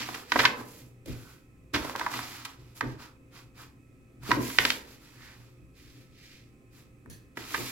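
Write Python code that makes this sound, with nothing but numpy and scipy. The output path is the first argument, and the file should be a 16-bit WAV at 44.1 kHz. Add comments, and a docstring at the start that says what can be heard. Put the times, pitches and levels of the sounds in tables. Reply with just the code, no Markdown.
"""A sheet of paper is folded by hand on a table in a quiet, slightly live room.
A low hum, faint whines and an even hiss lie underneath throughout, all made of sines and filtered noise.
In the first half second the sheet buckles with loud snaps: short noise bursts that ring at a panel's pitch.
Then come hissing slides, crackling and soft thuds, with more snaps near 2 and 4.5 s and a few faint squeaks.
Gentler strokes follow, then a small bright tinkle near 7.1 s and the last thuds and snaps."""
import sys
import numpy as np
from scipy import signal
from scipy.fft import rfft, irfft, next_fast_len
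from scipy.io import wavfile
from scipy.ndimage import uniform_filter1d

SR = 44100
rng = np.random.default_rng(int(sys.argv[2]) if len(sys.argv) > 2 else 0)


def generate_wav(signal):
    """Clip the signal to [-1, 1] and save it as 16-bit WAV at the path in sys.argv[1]."""
    frames = np.transpose(np.atleast_2d(signal))
    scaled = np.clip(frames, -1, 1) * 32767
    pcm = np.round(scaled).astype(np.int16)
    wavfile.write(sys.argv[1], SR, pcm)


N = 340382
TIME = np.arange(N) / SR


def from_db(db):
    """Turn decibels into a plain factor."""
    return 10 ** (np.asarray(db) / 20)


def rms_one(x):
    """Scale a sound to an average (RMS) strength of 1."""
    return x / np.sqrt(np.mean(x ** 2) + 1e-20)


def at_hz(points, hz):
    """Read a table of (Hz, value) at any frequency, on a log-frequency axis."""
    f, value = np.transpose(points)
    return np.interp(np.log(np.maximum(hz, 1)), np.log(f), value)


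def add(track, s, sound):
    """Mix a sound into a track from a given time in seconds on."""
    start = int(s * SR)
    track[..., start:start + sound.shape[-1]] += sound[..., :N - start]


def colour(x, points):
    """Filter with the given (Hz, dB) shape, reacting as early as possible (minimum phase)."""
    size = 2 * next_fast_len(x.shape[-1] // 2 + 1)
    gain_db = at_hz(points, np.fft.rfftfreq(size, 1 / SR))
    # folding the cepstrum forward in time keeps the filter from sounding before its input
    cepstrum = irfft(np.log(from_db(gain_db)))
    cepstrum[1:size // 2] *= 2
    cepstrum[size // 2 + 1:] = 0
    filtered = irfft(rfft(x, size) * np.exp(rfft(cepstrum)))
    return filtered[..., :x.shape[-1]]


def resonance(x, hz, width):
    """Two-pole resonance with gain 1 on top; a narrower width in Hz rings longer."""
    r = np.exp(-np.pi * width / SR)
    feed = (1 - r * r) / 2 * np.array([1, 0, -1])
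    feedback = [1, -2 * r * np.cos(2 * np.pi * hz / SR), r * r]
    return signal.lfilter(feed, feedback, x)


def drift(per_s):
    """Random wander: `per_s` new random values a second (spread 1), joined by straight lines."""
    knots = rng.standard_normal(N // 20)
    return np.interp(TIME * per_s, np.arange(len(knots)), knots)


def stereo_noise(size=N, likeness=None, left_lag=0.0):
    """Noise for two microphones, shared in part, with the left one lagging by `left_lag` samples."""
    # How alike left and right are. Each row: frequency in Hz, likeness from -1 to 1.
    usual_likeness = [(100, 1), (300, 0.74), (700, 0.67), (1400, -0.31), (2800, 0.18), (5000, 0.42),
                      (14000, -0.21)]
    # Loudness of left against right. Each row: frequency in Hz, left minus right in dB.
    balance = [(130, .5), (500, -3.5), (1100, -1.55), (2200, -4), (4200, -0.6), (8000, -4.5), (13000, 0.5)]
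    padded = 2 * next_fast_len(size // 2 + 1)
    hz = np.fft.rfftfreq(padded, 1 / SR)
    mid, side = rfft(rng.standard_normal((2, padded)))
    alike = np.clip(at_hz(usual_likeness if likeness is None else likeness, hz), -1, 1)
    signs = np.array([[1], [-1]])   # left, right
    pair = np.sqrt(1 + alike) * mid + np.sqrt(1 - alike) * side * signs
    pair = pair * from_db(signs * at_hz(balance, hz) / 2)
    pair[0] *= np.exp(-2j * np.pi * hz * left_lag / SR)
    return rms_one(irfft(pair)[:, :size])


def paper_noise(size=N):
    """Noise from the sheet, which lies a little to the right, so the left side lags."""
    # How alike left and right are for the sheet. Each row: frequency in Hz, likeness from -1 to 1.
    paper_likeness = [(100, .93), (700, 0.64), (1300, 0.74), (2500, .8), (4500, 0.22), (8000, 0.12),
                      (14000, .3)]
    return stereo_noise(size=size, likeness=paper_likeness, left_lag=3.2)


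def evened(burst):
    """A short burst with its energy spread evenly over frequency."""
    power = uniform_filter1d(np.mean(np.abs(rfft(burst)) ** 2, axis=0), size=64)
    hz = np.fft.rfftfreq(burst.shape[-1], 1 / SR)
    opposite_db = -10 * np.log10(power + 1e-20)
    return colour(burst, np.column_stack([hz, opposite_db])[1:])   # leaves out 0 Hz


def gesture(rise, length, t60, sag_db_per_s=0):
    """Envelope of one movement: a smooth rise, a sagging hold until `length`, then a fade."""
    t = TIME[:SR]
    swell = np.sin(np.pi / 2 * np.minimum(t / max(rise, 1e-3), 1)) ** 2
    sag_db = sag_db_per_s * np.maximum(t - rise, 0)
    fade_db = 60 * np.maximum(t - length, 0) / t60
    return swell * from_db(-sag_db - fade_db)


def microphone_hiss(level_db=-73.5):
    """Steady filtered noise: the microphone's even hiss fills the pauses."""
    # Tone of the hiss. Each row: frequency in Hz, gain in dB.
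    mic_colour = [(200, -2.5), (900, 8), (1800, 8.5), (3300, 2.5), (5000, -1.5), (8000, 0), (11000, 0.5),
                  (15500, -3)]
    return from_db(level_db) * rms_one(colour(stereo_noise(), mic_colour))


def room_tone(level_db=-59.5, waver_db=3.0):
    """Steady rumble, the wavering hum of mains and a small fan, and its faint whine."""
    # Tone of the rumble. Each row: frequency in Hz, gain in dB.
    rumble_colour = [(25, 0.5), (60, 3), (130, 5), (180, 0), (280, -1), (480, -10.5), (750, -27.5),
                     (1100, -48), (1800, -21.5), (2400, -19), (3200, -43), (5600, -35), (7800, -33.5),
                     (9000, -39.5), (11000, -41), (16000, -42)]
    # Pure tones of the hum. Each row: frequency in Hz, middle level in dB.
    hum_lines = [(59, -68.5), (119, -65.5), (275, -71.5), (360, -73), (523, -75.5), (786, -87.5),
                 (1048, -88), (1309, -83.5)]
    # Bands of noise. 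Each row: frequency in Hz, resonance width in Hz, level in dB.
    whine_bands = [(1259, 150, -79), (2470, 20, -82), (2560, 72, -76.5), (7900, 900, -86)]
    rumble = from_db(level_db) * rms_one(colour(stereo_noise(), rumble_colour))
    hum = 0
    for hz, db in hum_lines:
        strength = from_db(db + waver_db * drift(6.5)) * np.sqrt(2)
        phase = 2 * np.pi * hz * TIME + .5 * drift(2.6)
        hum = hum + strength * np.sin(phase)
    air, whine = stereo_noise(), 0
    for hz, width, db in whine_bands:
        # resonating twice makes the skirts steeper
        band = resonance(resonance(air, hz, width), hz, width)
        whine = whine + from_db(db) * rms_one(band)
    return rumble + hum + whine


def room(x, build_up=0.002):
    """Diffuse reflections of the right channel build up in `build_up` s and die octave by octave."""
    # How long the echo lasts. Each row: frequency in Hz, time to fall by 60 dB in seconds.
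    echo_t60 = [(125, 1), (300, 0.96), (1000, 0.43), (2500, 0.29), (5000, 0.23), (12000, 0.24)]
    # How strong the echo is. Each row: frequency in Hz, gain in dB.
    echo_gain = [(125, 0), (300, 3.5), (900, -8.5), (2500, -8), (6000, -12), (12000, -12)]
    t, response = TIME[:SR], 0
    edges = 62.5 * 2.0 ** np.arange(9)   # octave borders in Hz
    for low, high in zip(edges, edges[1:]):
        hz = np.sqrt(low * high)
        octave = signal.butter(3, [low, high], "band", fs=SR, output="sos")
        band = signal.sosfilt(octave, stereo_noise(size=SR))
        tail = band * from_db(-60 * t / at_hz(echo_t60, hz)) * (1 - np.exp(-t / build_up))
        # a wider octave holds more energy
        share = np.sqrt(2 * (high - low)) / SR
        response = response + from_db(at_hz(echo_gain, hz)) * rms_one(tail) * share
    return signal.fftconvolve(x[1:], response, axes=1)[:, :N]


def tinkle(width=150, rattle_db=-1.0, rattle_t60=0.36):
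    """Something small and bright is touched and rings briefly over a fine rattle."""
    # The touches. Each row: start in seconds, level in dB applied to ring and rattle together.
    touches = [(7.099, -51.5), (7.127, -56.5)]
    # The ringing tones. Each row: frequency in Hz, starting level in dB, time to fall by 60 dB in seconds.
    ring_modes = [(1765, -9, 0.59), (3350, -22.5, 0.35), (4360, -11, 0.32), (5880, -12, .25),
                  (6300, -6.5, 0.15), (10450, -1, 0.12), (10300, -13.5, 0.25), (14500, -13, .15)]
    rattle_colour = [(1500, -5.0), (3500, 0.5), (7000, -3.5), (15000, -3.5)]   # Hz, dB
    out, t = np.zeros((2, N)), TIME[:SR // 2]
    for s, db in touches:
        touch = stereo_noise(size=len(t))
        rings = 0
        for hz, mode_db, t60 in ring_modes:
            rings = rings + rms_one(resonance(touch, hz, width)) * from_db(mode_db - 60 * t / t60)
        rattle = rms_one(colour(touch, rattle_colour)) * from_db(rattle_db - 60 * t / rattle_t60)
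        add(out, s, from_db(db) * (rings + rattle))
    return out


def hollow(modes, outline, size):
    """Low resonances stirred by a soft push that holds its strength over `size` samples."""
    push, body = paper_noise(), 0
    for k, (hz, width, db) in enumerate(modes):
        # neighbouring resonances move in opposite directions
        body = body + (-1) ** k * from_db(db) * resonance(push, hz, width)
    body = colour(body, outline)
    return body / np.sqrt(uniform_filter1d(np.mean(body ** 2, axis=0), size=size))


def press_levels(rub_db):
    """Strength of boom and flap over time: the presses, on top of restless arms and rubbing fingers."""
    # The sheet is flapped over and pressed down.
    # Each row: start in seconds, flap's swell time in seconds, table boom in dB, flap in dB.
    presses = [(0, 0.0027, -48, -45), (.08, 0.018, -56.5, -47), (.32, 0.05, -44.5, -34.5),
               (.38, 0.015, -42, -42), (0.569, 0.032, -51.5, -45.5), (.79, .03, -51.5, -57.5),
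               (1.06, 0.032, -36, -39), (1.729, 0.018, -37, -31.5), (2.13, 0.033, -47, -43.5),
               (2.58, 0.013, -49, -58), (2.804, 0.043, -36, -35), (3.41, .03, -52.5, -84),
               (4.12, 0.075, -44.5, -61), (4.274, 0.033, -35.5, -30), (4.359, .022, -35.5, -27),
               (4.58, 0.014, -43, -38), (4.635, 0.019, -51, -39), (5.369, 0.016, -51, -77.5),
               (5.572, 0.027, -52, -62), (5.92, .06, -54, -59.5), (7.04, 0.036, -47, -52),
               (7.365, 0.012, -51, -43.5), (7.5, 0.023, -56, -46), (7.568, 0.027, -43, -38)]
    boom_slower = 1.8   # the flap of air comes first; the table answers more slowly
    boom_t60, flap_t60 = .45, .45   # s
    # the arms never quite rest: their level wavers, with 9 new random values a second
    restless_db = 0.5 * drift(9)
    # rubbing stirs table and sheet too; separate causes add in power
    boom = from_db(-62.5 + restless_db) ** 2 + from_db(rub_db - 10) ** 2
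    flap = from_db(-64.5 + restless_db) ** 2 + from_db(rub_db - 7) ** 2
    for s, rise, boom_db, flap_db in presses:
        boom_rise = boom_slower * rise
        add(boom, s, (from_db(boom_db) * gesture(boom_rise, boom_rise, boom_t60)) ** 2)
        add(flap, s, (from_db(flap_db) * gesture(rise, rise, flap_t60)) ** 2)
    return np.sqrt(boom), np.sqrt(flap)


def thuds(rub_db):
    """The table booms under the hands; the flapping sheet pushes air out from beneath it."""
    # Hollow of the table. Each row: frequency in Hz, width in Hz, gain in dB before the outline filter.
    table_modes = [(60.4, 29, -12.5), (85, 25, -14), (121.5, 5.4, 3.5)]
    # Air under the sheet. Each row: frequency in Hz, width in Hz, gain in dB before the outline filter.
    air_modes = [(248, 36, 0), (309.3, 36.8, 1), (361, 90, -5.5), (516, 150, -15), (630, 68, -16)]
    boom_outline = [(20, -0.5), (135, -4), (200, -7.0), (700, -44)]   # Hz, dB
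    flap_outline = [(90, -17.5), (200, -3), (700, -2), (1100, -13.0), (4000, -51)]   # Hz, dB
    boom_strength, flap_strength = press_levels(rub_db)
    boom = hollow(table_modes, boom_outline, size=2600)
    flap = hollow(air_modes, flap_outline, size=1500)
    return boom_strength * boom + flap_strength * flap


def stroke_levels():
    """Levels in dB of rub, swish and hiss over time; overlapping strokes add in power."""
    # Strokes of hand and sheet. Each row: start in seconds, speeding-up time in seconds,
    # length in seconds, fingertip rub in dB, sheet swish in dB, hiss on the table in dB.
    strokes = [(0, 0.001, 0.031, -41.5, -37.5, -48.5), (0.035, 0.032, 0.16, -48.5, -46, -50.5),
               (0.24, 0.24, 0.18, -41, -32.5, -39), (0.527, 0.073, 0.08, -46.5, -52, -54),
               (0.621, 0.062, 0.19, -65.5, -58.5, -55), (1.043, 0.054, 0.083, -58.5, -50.5, -54.5),
               (1.123, .05, 0.21, -62, -59, -59.5), (1.727, 0.021, 0.18, -43.5, -45, -49.5),
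               (1.922, 0.083, 0.15, -44, -46, -52.5), (2.085, 0.049, 0.09, -43, -41.5, -45.5),
               (2.158, 0.022, .2, -49.5, -44.5, -49.5), (2.366, 0.031, 0.14, -53.5, -52.5, -59),
               (2.56, 0.047, 0.16, -70, -66, -71.5), (2.734, 0.048, 0.048, -58, -54, -51.5),
               (2.814, .03, 0.11, -59, -56.5, -66), (2.966, 0.05, 0.085, -51.5, -52, -60),
               (3.297, 0.074, 0.1, -58, -55.5, -61), (3.532, 0.076, 0.098, -54.5, -53.5, -57.5),
               (4.195, 0.17, 0.13, -39, -38, -44), (4.354, 0.093, 0.21, -52, -43, -42.5),
               (4.558, 0.056, 0.16, -55, -36.5, -40), (4.817, 0.08, 0.13, -63, -57, -60),
               (4.953, 0.098, 0.48, -64, -60, -64), (5.165, 0.059, 0.15, -61, -57, -65.5),
               (5.727, 0.065, 0.29, -72.5, -60, -65.5), (6.076, 0.18, .29, -75, -56.5, -67.5),
               (6.689, 0.095, 0.12, -67.5, -61.5, -64), (7.344, 0.06, 0.3, -53, -48, -53),
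               (7.426, .15, 0.27, -51, -41.5, -43)]
    power = np.zeros((3, N))
    for s, rise, length, *levels_db in strokes:
        # a stroke tires as it goes, then runs out; a long one runs out more slowly
        run_out_t60 = .15 + 1.22 * length
        speed = gesture(rise, length, run_out_t60, sag_db_per_s=10.5)
        add(power, s, np.outer(from_db(levels_db), speed) ** 2)
    return 10 * np.log10(power + 1e-12)


def friction(spectrum, level_db, grain_db):
    """Fibres catch and let go: noise with a fine grain and a slight unevenness of the stroke."""
    stutter_db = .8 * drift(60) + 1.2 * drift(250)
    grip = from_db(grain_db * drift(900) + stutter_db)
    # close the spectrum an octave below its lowest point
    closed = [(spectrum[0][0] / 2, -60)] + list(spectrum)
    return from_db(level_db) * rms_one(colour(paper_noise() * grip, closed))


def sliding(rub_db, swish_db, hiss_db):
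    """Fingertips rub dully, the sheet swishes, and its face hisses over the table."""
    # Tones of the three kinds of friction. Each row: frequency in Hz, gain in dB.
    rub_colour = [(450, -28), (700, -7), (950, -3.5), (1300, 1), (1700, -6), (2600, -30)]
    swish_colour = [(900, -52.5), (1500, -9.5), (1900, -3), (2400, -2), (3000, -5), (3600, -4.5),
                    (4200, -4.5), (5000, -4.5), (6200, -10.5), (7500, -14), (8700, -22.5), (16000, -26.5)]
    hiss_colour = [(2000, -9), (4500, -4.5), (7400, 2), (8700, -6.5), (10800, 2), (12000, 0.5), (14000, -1),
                   (16000, -6)]
    rub = friction(rub_colour, rub_db, grain_db=-2.5)
    swish = friction(swish_colour, swish_db, grain_db=1.0)
    hiss = friction(hiss_colour, hiss_db, grain_db=0.5)
    return rub + swish + hiss


def squeaks():
    """A dragging fingertip squeaks or rubs: a noise band, narrow at first and broad later, swells and fades."""
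    # Each row: middle in seconds, spread in time in seconds, pitch in Hz, resonance width in Hz, level in dB.
    finger_drags = [(1.264, 0.092, 1447, 191.3, -64.5), (5.262, 0.066, 1790, 807, -56.5),
                    (6.29, 0.058, 2270, 695, -65.5)]
    out, drag = 0, paper_noise()
    for s, length, hz, width, db in finger_drags:
        swell = np.exp(-.5 * ((TIME - s) / length) ** 2)
        band = resonance(resonance(drag, hz, width), hz, width)
        out = out + from_db(db) * swell * rms_one(band)
    return out


def crackle(force_db, per_s=90):
    """Where the fingers press the fold, single fibres give way with tiny ticks, up to about `per_s` a second."""
    # Tone of a tick. Each row: frequency in Hz, gain in dB.
    tick_colour = [(300, -20.5), (750, -13), (1050, 1.5), (1600, -7), (2400, -4.5), (4500, -10.5),
                   (8500, -26), (16000, -22)]
    # only a firm press breaks fibres: none below -56 dB, the full rate from -48 dB
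    firmness = np.clip((force_db + 56) / 8, 0, 1)
    breaks = rng.random(N) < per_s / SR * firmness
    # each tick dies away within a few milliseconds; the tiny offset avoids exact zeros
    ticks = signal.lfilter([1], [1, -np.exp(-1 / (.0005 * SR))], breaks + 1e-18)
    return from_db(8.0) * colour(paper_noise() * ticks * from_db(force_db), tick_colour)


def snaps(grain_db=2.5, panel_db=9.0, dip_db=0.5, kink=0.22, kink_s=0.00027):
    """Each buckle is an avalanche of tiny fibre slips that swells and dies within milliseconds."""
    # Each row: start in seconds, level in dB (9.5 dB is taken off below), swell time in seconds,
    # panel pitch in Hz (the ring peaks at 0.77 to 0.94 of it), bass in dB, crack in dB before offsets.
    buckle_events = [(0.0879, -36, 0.0023, 1170, 6, -19), (0.1425, -35.5, .0048, 1780, 6, -9.5),
                     (0.3192, -21, 0.0016, 1540, 0, -13), (0.3573, -20.5, 0.0031, 1260, 8.5, -24),
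                     (0.39, -17.5, 0.0056, 1740, 3, -11), (0.4322, -24, 0.0081, 1320, -4, -19),
                     (0.4517, -14, 0.0026, 1770, -5.5, -9), (1.0584, -48, .0018, 1507, 29, -0.5),
                     (1.7354, -41.5, .0022, 1280, -4.5, -1.5), (1.739, -22.5, 0.0092, 1650, 5, -8.5),
                     (1.8461, -36, 0.0027, 1135, 11, -14.5), (1.8956, -37, .0013, 1120, 8, -16),
                     (1.952, -33.5, 0.0016, 1040, -8, -31), (1.9603, -36, .0013, 1360, 7, -10.5),
                     (1.9949, -35, 0.0011, 1190, -5, -14), (2.0088, -30.5, 0.0031, 1300, 0.5, -25),
                     (2.0635, -27, 0.0017, 1060, -9, -27.5), (2.116, -41, 0.0017, 1040, -1, -18),
                     (2.136, -33.5, .0035, 1350, -14, -14), (2.1896, -34.5, 0.0017, 1240, -4, -19),
                     (2.4491, -36.5, 0.0032, 1520, -7, -4.5), (2.808, -26.5, 0.0021, 1520, -7.5, -20.5),
                     (4.232, -52.5, .0025, 1152, 4, -14), (4.307, -29, 0.0017, 1380, 7, -20),
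                     (4.3145, -18, 0.0015, 1400, -17.5, -18.5), (4.498, -40.5, .0027, 1504, -2, -12),
                     (4.5857, -14.5, 0.00078, 2020, -2.5, -10.5), (4.6033, -41, 0.00052, 2340, 1, -12),
                     (4.651, -20.5, .0015, 1850, -0.5, -6.5), (4.7025, -23, 0.001, 1868, -13.5, -4),
                     (7.059, -56, 0.001, 1570, -10, -33), (7.3712, -36.5, 0.0026, 1866, 7, -16),
                     (7.542, -25.5, 0.0042, 1680, -4.5, -19)]
    # Common tone of all snaps. Each row: frequency in Hz, gain in dB.
    snap_colour = [(60, -19.5), (160, -13), (270, -7), (450, -4), (660, -1), (820, -3), (1000, 2),
                   (1250, -3.5), (2000, 0.5), (2900, -0.5), (3700, 2.5), (5200, 1), (8700, -5),
                   (16000, -10)]
    out, t = np.zeros((2, N)), TIME[:SR // 8]
    for s, db, swell, panel_hz, bass_db, crack_db in buckle_events:
        # top-octave sizzle follows the crack, and is weaker the bigger the snap (-29.5 dB is middling)
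        sizzle_db = crack_db - 11.5 - 0.72 * (db + 29.5)
        age = t / max(swell, 1e-4)
        # slips come in clumps of 8 samples
        clumps = np.repeat(rng.standard_normal(len(t)), 8)[:len(t)]
        slips = paper_noise(size=len(t)) * from_db(grain_db * clumps)
        # a first kink gives way at once, then the avalanche follows
        surge = age * np.exp(-age) + kink * np.exp(-t / kink_s)
        burst = colour(evened(slips * surge), snap_colour)
        # the panel that flips over rings broadly at a pitch set by its size,
        # and radiates poorly just below it
        burst = colour(burst, [(panel_hz * 0.11, 0), (panel_hz * 0.47, -dip_db),
                               (panel_hz * 0.77, panel_db), (panel_hz * 0.94, panel_db), (panel_hz * 2, 0)])
        # large panels give bass, tight kinks give crack and sizzle
        burst = colour(burst, [(550, bass_db), (1000, 0), (1900, 0.0049), (3000, crack_db + 10),
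                               (5000, crack_db + 5.5), (8500, sizzle_db + 11.0)])
        add(out, s, from_db(db - 9.5) * rms_one(burst))
    return out


def scene(slide_wet_db=-1.5):
    """The paper sounds ring on in the room, above the thuds and the room tone."""
    rub_db, swish_db, hiss_db = stroke_levels()
    background = room_tone() + microphone_hiss() + tinkle()
    slides = sliding(rub_db, swish_db, hiss_db) + squeaks()
    buckles = snaps() + crackle((rub_db + swish_db) / 2)
    echo = room(buckles + from_db(slide_wet_db) * slides)
    return background + thuds(rub_db) + slides + buckles + echo


def record(dry):
    """The highest peaks are rounded and the top is cut steeply above 16050 Hz."""
    rounded = np.tanh(dry / 1.1) * 1.1
    top_cut = signal.ellip(12, .1, 80, 16050, fs=SR, output="sos")
    return signal.sosfilt(top_cut, rounded)


dry = scene()
out = record(dry)
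generate_wav(out)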